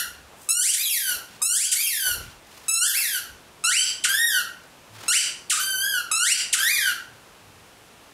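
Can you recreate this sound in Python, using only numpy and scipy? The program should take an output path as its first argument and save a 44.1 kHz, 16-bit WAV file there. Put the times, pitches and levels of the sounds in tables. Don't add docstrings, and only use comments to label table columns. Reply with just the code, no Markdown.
import sys
import numpy as np
from scipy import signal
from scipy.fft import rfft, irfft, next_fast_len
from scipy.io import wavfile
from scipy.ndimage import uniform_filter1d

SR = 44100
rng = np.random.default_rng(int(sys.argv[2]) if len(sys.argv) > 2 else 0)


def waveform_to_disk(signal):
    frames = np.transpose(np.atleast_2d(signal))
    scaled = np.clip(frames, -1, 1) * 32767
    samples = np.round(scaled).astype(np.int16)
    wavfile.write(sys.argv[1], SR, samples)


def boost_factor(decibels):
    exponent = np.asarray(decibels, float) / 20
    return 10 ** exponent


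N = 358533
LEAD = 11025
T = (np.arange(N + LEAD) - LEAD) / SR
TUBE_HZ = 1507


def unit(x):
    return x / np.sqrt(np.mean(x ** 2))


def on_log(table, hz):
    points = np.array(table, float)
    return np.interp(np.log(np.maximum(hz, 1)), np.log(points[:, 0]), points[:, 1])


def walk(rate_hz, size):
    k = max(int(SR / rate_hz), 1)
    return unit(uniform_filter1d(uniform_filter1d(rng.standard_normal(size), k), k))


def bell(x, hz, width_hz):
    f = np.fft.rfftfreq(len(x), 1 / SR) + 1
    return irfft(rfft(x) / (1 + 1j * (f - hz * hz / f) / width_hz), len(x))


def add(out, s, x):
    i = int(round(s * SR)) + LEAD
    out[i:i + len(x)] += x[:len(out) - i]


def between(t, first, last):
    return np.linspace(first, last, len(t))


def closing(t, length_s, db):
    return db * np.clip(1 - (t[-1] - t) / length_s, 0, 1)


# (from [s], to [s], half-pitch lines [dB])
DOUBLED_FLAPS = [
    (0.691, 0.723, -4),
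    (0.787, .82, -1.5),
    (1.634, 1.66, 1),
    (1.789, 1.864, -8.5),
    (3.773, 3.837, 2),
    (5.165, 5.225, -1.5),
    (6.315, 6.36, 2),
    (6.714, 6.769, -3),
]
JITTER, FLUTTER = .0006, .009
TUBE_DB, LOWEST_DB, AIR_DB, SHIMMER_DB, TILT_LIMIT_DB = 0.5, -25, -31, 1.33, 8


def reed(t, hz, db, tilt_db, colour, attack_s):
    hz = hz * (1 + JITTER * walk(92, len(t)))
    half = sum(boost_factor(d) * np.clip(np.minimum(t - a, b - t) / 0.0062, 0, 1) for a, b, d in DOUBLED_FLAPS)
    hz = hz * (1 + FLUTTER * np.minimum(2 * half, 1) * walk(270, len(t)))
    half_phase = np.pi * np.cumsum(hz) / SR
    tilt_db = np.clip(tilt_db, -TILT_LIMIT_DB, TILT_LIMIT_DB)
    tone, power = 0, 0
    for k in range(1, 31):
        f = k * hz / 2
        tube_db = TUBE_DB * np.cos(2 * np.pi * f / TUBE_HZ)
        size = boost_factor(on_log(colour, f) + tilt_db * np.log2(f / 3500) + tube_db) * (f < .45 * SR)
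        if k % 2:
            size = size * half
        if k == 1:
            size = size * boost_factor(LOWEST_DB)
        tone = tone + size * np.cos(k * half_phase)
        power = power + size ** 2 / 2
    air = boost_factor(AIR_DB) * unit(bell(rng.standard_normal(len(t)), 5700, 6100))
    edge = np.clip(np.minimum((t - t[0]) / attack_s, (t[-1] - t) / 0.0025), 0, 1)
    return (tone / np.sqrt(power) + air) * boost_factor(db + SHIMMER_DB * walk(115, len(t))) * edge


# (time [s], pitch [Hz])
DRAW_PITCHES = [
    [(-.22, 2034), (-.1, 1483), (.005, 1371)],
    [(.765, 1456), (.785, 2298), (.825, 2555)],
    [(.82, 3750), (.838, 4100), (.855, 3690)],
    [(.856, 3430), (.891, 3120)],
    [(.893, 2900), (.957, 2008), (1.009, 1642), (1.043, 1555), (1.155, 1390)],
    [(1.752, 1650), (1.766, 2214), (1.794, 2295), (1.824, 2560)],
    [(1.824, 3285), (1.862, 3160)],
    [(1.864, 2870), (1.898, 2267), (1.934, 1860), (1.978, 1670), (2.01, 1554), (2.145, 1410)],
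    [(2.876, 1805), (2.906, 1614), (2.924, 1365)],
    [(2.93, 1587), (2.948, 2100), (2.982, 2762), (3.032, 2032), (3.08, 1709), (3.164, 1480), (3.195, 1367)],
    [(4.085, 1542), (4.165, 1762), (4.21, 1863), (4.275, 1881), (4.3, 1700), (4.33, 1565), (4.395, 1430),
     (4.412, 1393)],
    [(5.593, 1498), (5.637, 1557), (5.679, 1557), (5.777, 1513), (5.811, 1563), (5.855, 1664),
     (5.885, 1674), (5.94, 1518), (6.005, 1402)],
    [(6.585, 1513), (6.675, 1899), (6.715, 2458), (6.75, 2402), (6.78, 1950), (6.82, 1615), (6.918, 1398)],
]
# (start level [dB], end level [dB], start brightness [dB/octave], end brightness [dB/octave])
DRAW_VOICES = [(-11.5, -25.5, -4, 1), (-32, -28, 1.5, -2.5), (-37, -27, 0, -0.5), (-25.5, -32.5, -1.5, 0),
               (-29, -28, 2, -1), (-29, -27.5, 1.5, -2), (-30, -30, 1.5, 2), (-29, -28, 0.5, -1),
               (-26.5, -25, 1, 0), (-28, -30.5, 0, -1), (-24, -25, -4, -4), (-27, -27, -2, -5),
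               (-23.5, -27.5, -4, -4.5)]
# (frequency [Hz], level [dB])
COLOUR_IN = [(600, -31), (1200, -2), (1800, -2), (2900, -2), (3700, -1.5), (4800, -3.5), (6500, -4),
             (8300, -6.5), (9500, 2), (11000, 1.6), (12500, 3.5), (13800, -4.5), (14500, -12),
             (15300, -17.5)]
SUCTION_DB, DULL_DB = 3.5, -1
RELEASE_S, RELEASE_DB, SAG = 0.039, -4, .045


def draws():
    out = np.zeros(len(T))
    for curve, (db_0, db_1, tilt_0, tilt_1) in zip(DRAW_PITCHES, DRAW_VOICES):
        s, hz = np.transpose(curve)
        t = np.arange(s[0], s[-1], 1 / SR)
        hz = uniform_filter1d(np.interp(t, s, hz), int(0.0086 * SR), mode="nearest")
        db = between(t, db_0, db_1) + SUCTION_DB * np.log2(hz / TUBE_HZ)
        if hz[-1] < TUBE_HZ:
            hz = hz * (1 - SAG * np.exp((t - t[-1]) / 0.0234))
            db = db + closing(t, RELEASE_S, RELEASE_DB)
        tilt_db = between(t, tilt_0, tilt_1) + DULL_DB * np.log2(hz / TUBE_HZ)
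        add(out, s[0], reed(t, hz, db, tilt_db, COLOUR_IN, 0.0025))
    return out


# (frequency [Hz], t60 [s])
ROOM_DECAY = [(250, 0.82), (1400, 0.48), (2800, 0.41), (5600, 0.42), (11000, 0.29)]
ROOM_DB, GAP_S, EARLY = 2.5, 0.0022, 1


def room(x):
    t = np.arange(int(.7 * SR)) / SR
    tail = 0
    for hz in 180 * 2 ** np.arange(0, 6.6, .5):
        band = bell(bell(rng.standard_normal(len(t)), hz, hz / 2), hz, hz / 2)
        tail = tail + band * boost_factor(-60 * t / on_log(ROOM_DECAY, hz))
    tail = tail * (t > GAP_S) * (1 + EARLY * np.exp(-t / 0.0089))
    tail = tail / np.sqrt(np.sum(tail ** 2))
    return x + boost_factor(ROOM_DB) * signal.fftconvolve(x, tail)[:len(x)]


# (frequency [Hz], density [dB/Hz])
HUSH_SPECTRUM = [(12, -69), (20, -12), (96, -8.5), (521, -10), (966, -11), (1350, -12.5), (2010, -16.5),
                 (2660, -15), (4160, -20), (5520, -21.5), (10800, -25), (15200, -32.5), (16500, -44)]
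HUSH_DB = -50.5


def hush():
    size = next_fast_len(len(T))
    f = np.fft.rfftfreq(size, 1 / SR)
    noise = rfft(rng.standard_normal(size)) * boost_factor(on_log(HUSH_SPECTRUM, f))
    noise = noise / np.sqrt(1 + (38 / (f + 1)) ** 4)
    octave = np.clip(np.log2(np.maximum(f, 1) / 30), 0, 9)
    total = 0
    for k in range(10):
        band = irfft(noise * np.clip(1 - np.abs(octave - k), 0, 1), size)[:len(T)]
        total = total + band * boost_factor(0.1 * walk(9, len(T)))
    return unit(total) * boost_factor(HUSH_DB)


def scuffs(rows, grain_db):
    out = np.zeros(len(T))
    for s, length_s, hz, width_hz, db in rows:
        u = np.linspace(0, 1, int(length_s * SR))
        grains = rng.standard_normal(len(u)) * boost_factor(grain_db * walk(160, len(u)))
        band = unit(bell(bell(grains, hz, width_hz), hz, 2.4 * width_hz))
        add(out, s, boost_factor(db) * band * np.sin(np.pi * u ** 0.78))
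    return out


# (time [s], length [s], centre [Hz], width [Hz], level [dB])
FLOOR_THUDS = [(.03, 0.29, 69.5, 9.8, -55), (1.11, 0.11, 60, 29, -57), (1.62, 0.25, 62, 8.7, -55),
               (2.06, 0.15, 56, 39, -48), (2.14, 0.18, 60, 44, -45), (2.22, 0.12, 64, 57, -49),
               (2.32, .1, 50, 30, -58), (3.29, 0.083, 60, 56, -53), (4.89, .2, 108, 4.9, -53),
               (6.76, .06, 60, 33, -51), (7.05, 0.18, 116, 12, -57), (7.35, 0.37, 100, 16, -59.5)]


def thuds():
    return scuffs(FLOOR_THUDS, 0.)


# (time [s], length [s], centre [Hz], width [Hz], level [dB])
RUG_RUSTLES = [(.28, 0.15, 750, 500, -53.5), (.36, 0.19, 8560, 5950, -51), (1.05, 0.23, 555, 690, -50.5),
               (1.25, 0.24, 2800, 5030, -52), (1.28, .14, 201.4, 60, -56.5), (2.04, 0.072, 626, 690, -43),
               (2.13, 0.14, 298, 610, -47.5), (2.15, 0.24, 2460, 4000, -49.5),
               (2.45, 0.35, 2000, 6000, -50.5), (4.52, 0.035, 706, 300, -51),
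               (4.92, 0.27, 915, 3930, -42.5)]


def rustles():
    return scuffs(RUG_RUSTLES, 2.5)


# (time [s], soft swing before first slap [dB], stall pitch [Hz])
BITE_STARTS = [
    (.489, -16, 3700),
    (1.418, -8, 3520),
    (2.682, -28, 2140),
    (3.639, -18, 3112),
    (5.081, -24, 3148),
    (6.114, -7.5, 3150),
]
# (rest pitch [Hz], creep [Hz/s], jaws close after [s], surge [Hz/s], softness [s])
BITE_CLIMBS = [(1297, 1700, .132, 17500, 0.00403), (1255, 1750, .165, 21000, 0.024),
               (1302, 450, .148, 9500, 0.016), (1299, 3300, .062, 18000, 0.0029),
               (1314, 3900, .04, 32000, 0.0023), (1277, 1300, .14, 21000, 0.014)]
# (length [s], start level [dB], end level [dB],
# start brightness [dB/octave], end brightness [dB/octave])
BITE_VOICES = [(0.24, -23, -25, 5.5, 4), (0.26, -23, -26, 6.5, 3.5), (0.201, -24, -23.5, 4, 1.5),
               (.19, -23.5, -22.5, -0.5, -4), (.11, -23, -22.5, 1, -2), (0.23, -24, -22.5, -.5, -1)]
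# (frequency [Hz], level [dB])
COLOUR_OUT = [(600, -38), (1200, -3.5), (1500, -6), (2900, -4), (3700, -5.5), (4600, -7), (6200, -6),
              (7700, 0), (9300, -2.5), (10500, -7), (12000, -16.5), (13500, -20), (14500, -31),
              (15500, -30)]
CHOKE_SHARP, CLOSE_S, CLOSE_DB, SLAP_DB = 14, 0.02, -14, 5


def bites():
    out = np.zeros(len(T))
    for start, climb, voice in zip(BITE_STARTS, BITE_CLIMBS, BITE_VOICES):
        s, swing_db, stall_hz = start
        rest_hz, creep, knee_s, surge, soft_s = climb
        length_s, db_0, db_1, tilt_0, tilt_1 = voice
        t = np.arange(0, length_s, 1 / SR)
        free_hz = rest_hz + creep * t + surge * soft_s * np.logaddexp(0, (t - knee_s) / soft_s)
        hz = free_hz / (1 + (free_hz / stall_hz) ** CHOKE_SHARP) ** (1 / CHOKE_SHARP)
        db = between(t, db_0, db_1) + closing(t, CLOSE_S, CLOSE_DB)
        db = db + SLAP_DB * np.exp(-t / 0.019)
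        u = np.arange(-.03, 0, 1 / SR)
        swing = np.exp(u / 0.0031) * np.cos(2 * np.pi * 0.902 * rest_hz * u)
        add(out, s - .03, boost_factor(db[0] + swing_db) * swing)
        add(out, s, reed(s + t, hz, db, between(t, tilt_0, tilt_1), COLOUR_OUT, 0.00087))
    return out


# (time [s], length [s], depth [dB], attack [s], release [s])
GAIN_DUCKS = [
    (.495, 0.61, -16, 0.07, 0.041),
    (1.423, 0.65, -17, 0.062, 0.024),
    (2.677, 0.62, -14.5, 0.14, 0.4),
    (3.649, 0.26, -10, 0.1, 0.077),
    (4.145, 0.26, -2.5, .1, 0.091),
    (5.091, 0.19, -11, 0.048, 0.1),
    (5.498, 0.079, -7, 0.02, 0.038),
    (6.122, 0.29, -12, 0.18, 0.046),
    (6.541, 0.048, -8, .02, .04),
    (6.676, 0.23, -5, .06, 0.072),
]
IDLE_DB, EASE_PER_S = 0.25, 1


def gain():
    db = IDLE_DB
    for s, length_s, depth_db, attack_s, release_s in GAIN_DUCKS:
        u = T - s
        dip = np.clip(np.minimum(u / attack_s, (length_s - u) / release_s), 0, 1)
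        db = db + depth_db * (1 - EASE_PER_S * u) * dip
    return boost_factor(db)


# (time [s], length [s], level [dB])
CHOKED_REEDS = [
    (0.701, 0.034, -33),
    (1.66, 0.085, -32),
    (3.81, 0.097, -29),
    (5.18, 0.098, -31.5),
    (6.34, 0.072, -30),
]
# (frequency [Hz], width [Hz], level [dB])
TUBE_NOTES = [(1504, 17, -10.5), (3105, 82, 1), (4750, 190, 6.5), (5950, 330, -1.5), (7760, 270, -8),
              (10300, 400, -5.5)]


def chokes():
    out = np.zeros(len(T))
    for s, length_s, db in CHOKED_REEDS:
        u = np.linspace(0, 1, int(length_s * SR))
        air = 0
        for hz, width_hz, note_db in TUBE_NOTES:
            air = air + boost_factor(note_db) * unit(bell(rng.standard_normal(len(u)), hz, width_hz))
        add(out, s, boost_factor(db - 7.7 * u) * unit(air) * np.clip(np.minimum(u, 1 - u) * 10, 0, 1))
    return out


# (time [s], fall time [s], length [s], level [dB], brightness [dB/octave])
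RELEASE_CHIRPS = [
    (0.732, 0.0088, 0.02, -18, 3.5),
    (1.713, 0.0087, 0.027, -16, 4.5),
    (4.037, .006, 0.02, -13.5, -2),
    (5.496, 0.0088, .045, -14, 0.4),
    (6.5257, .0085, 0.032, -14.5, -0.3),
]
CHIRP_FROM_HZ, CHIRP_TO_HZ, FADE_DB_S, RISE_S = 5450, 1142, 310, 0.0058


def chirps():
    out = np.zeros(len(T))
    for s, fall_s, length_s, db, tilt_db in RELEASE_CHIRPS:
        t = np.arange(0, length_s, 1 / SR)
        hz = CHIRP_TO_HZ + (CHIRP_FROM_HZ - CHIRP_TO_HZ) * np.exp(-t / fall_s)
        add(out, s, reed(s + t, hz, db - FADE_DB_S * t, tilt_db, COLOUR_OUT, RISE_S))
    return out


# (time [s], centre [Hz], level [dB])
TOOTH_TICKS = [
    (2.969, 600, -34),
    (3.006, 800, -30),
    (4.635, 5000, -45),
    (6.777, 2600, -20),
    (6.778, 344, -37),
]


def ticks():
    out = np.zeros(len(T))
    for s, hz, db in TOOTH_TICKS:
        t = np.arange(2048) / SR
        knock = bell(rng.standard_normal(2048) * np.exp(-t / 0.0076), hz, 0.83 * hz)
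        add(out, s, boost_factor(db) * knock / np.abs(knock).max())
    return out


def scene():
    ball = draws() + bites() + chokes() + chirps()
    dog = thuds() + rustles() + ticks()
    return (room(ball / gain() * boost_factor(-2)) + dog + hush())[None, LEAD:]


def top_cut(x):
    return signal.sosfilt(signal.butter(12, 16860, fs=SR, output="sos"), x)


def record(dry):
    top = signal.ellip(12, .2, 80, 15720, fs=SR, output="sos")
    mix = signal.sosfilt(top, dry * gain()[LEAD:])
    return top_cut(mix)


dry = scene()
out = record(dry)
waveform_to_disk(out)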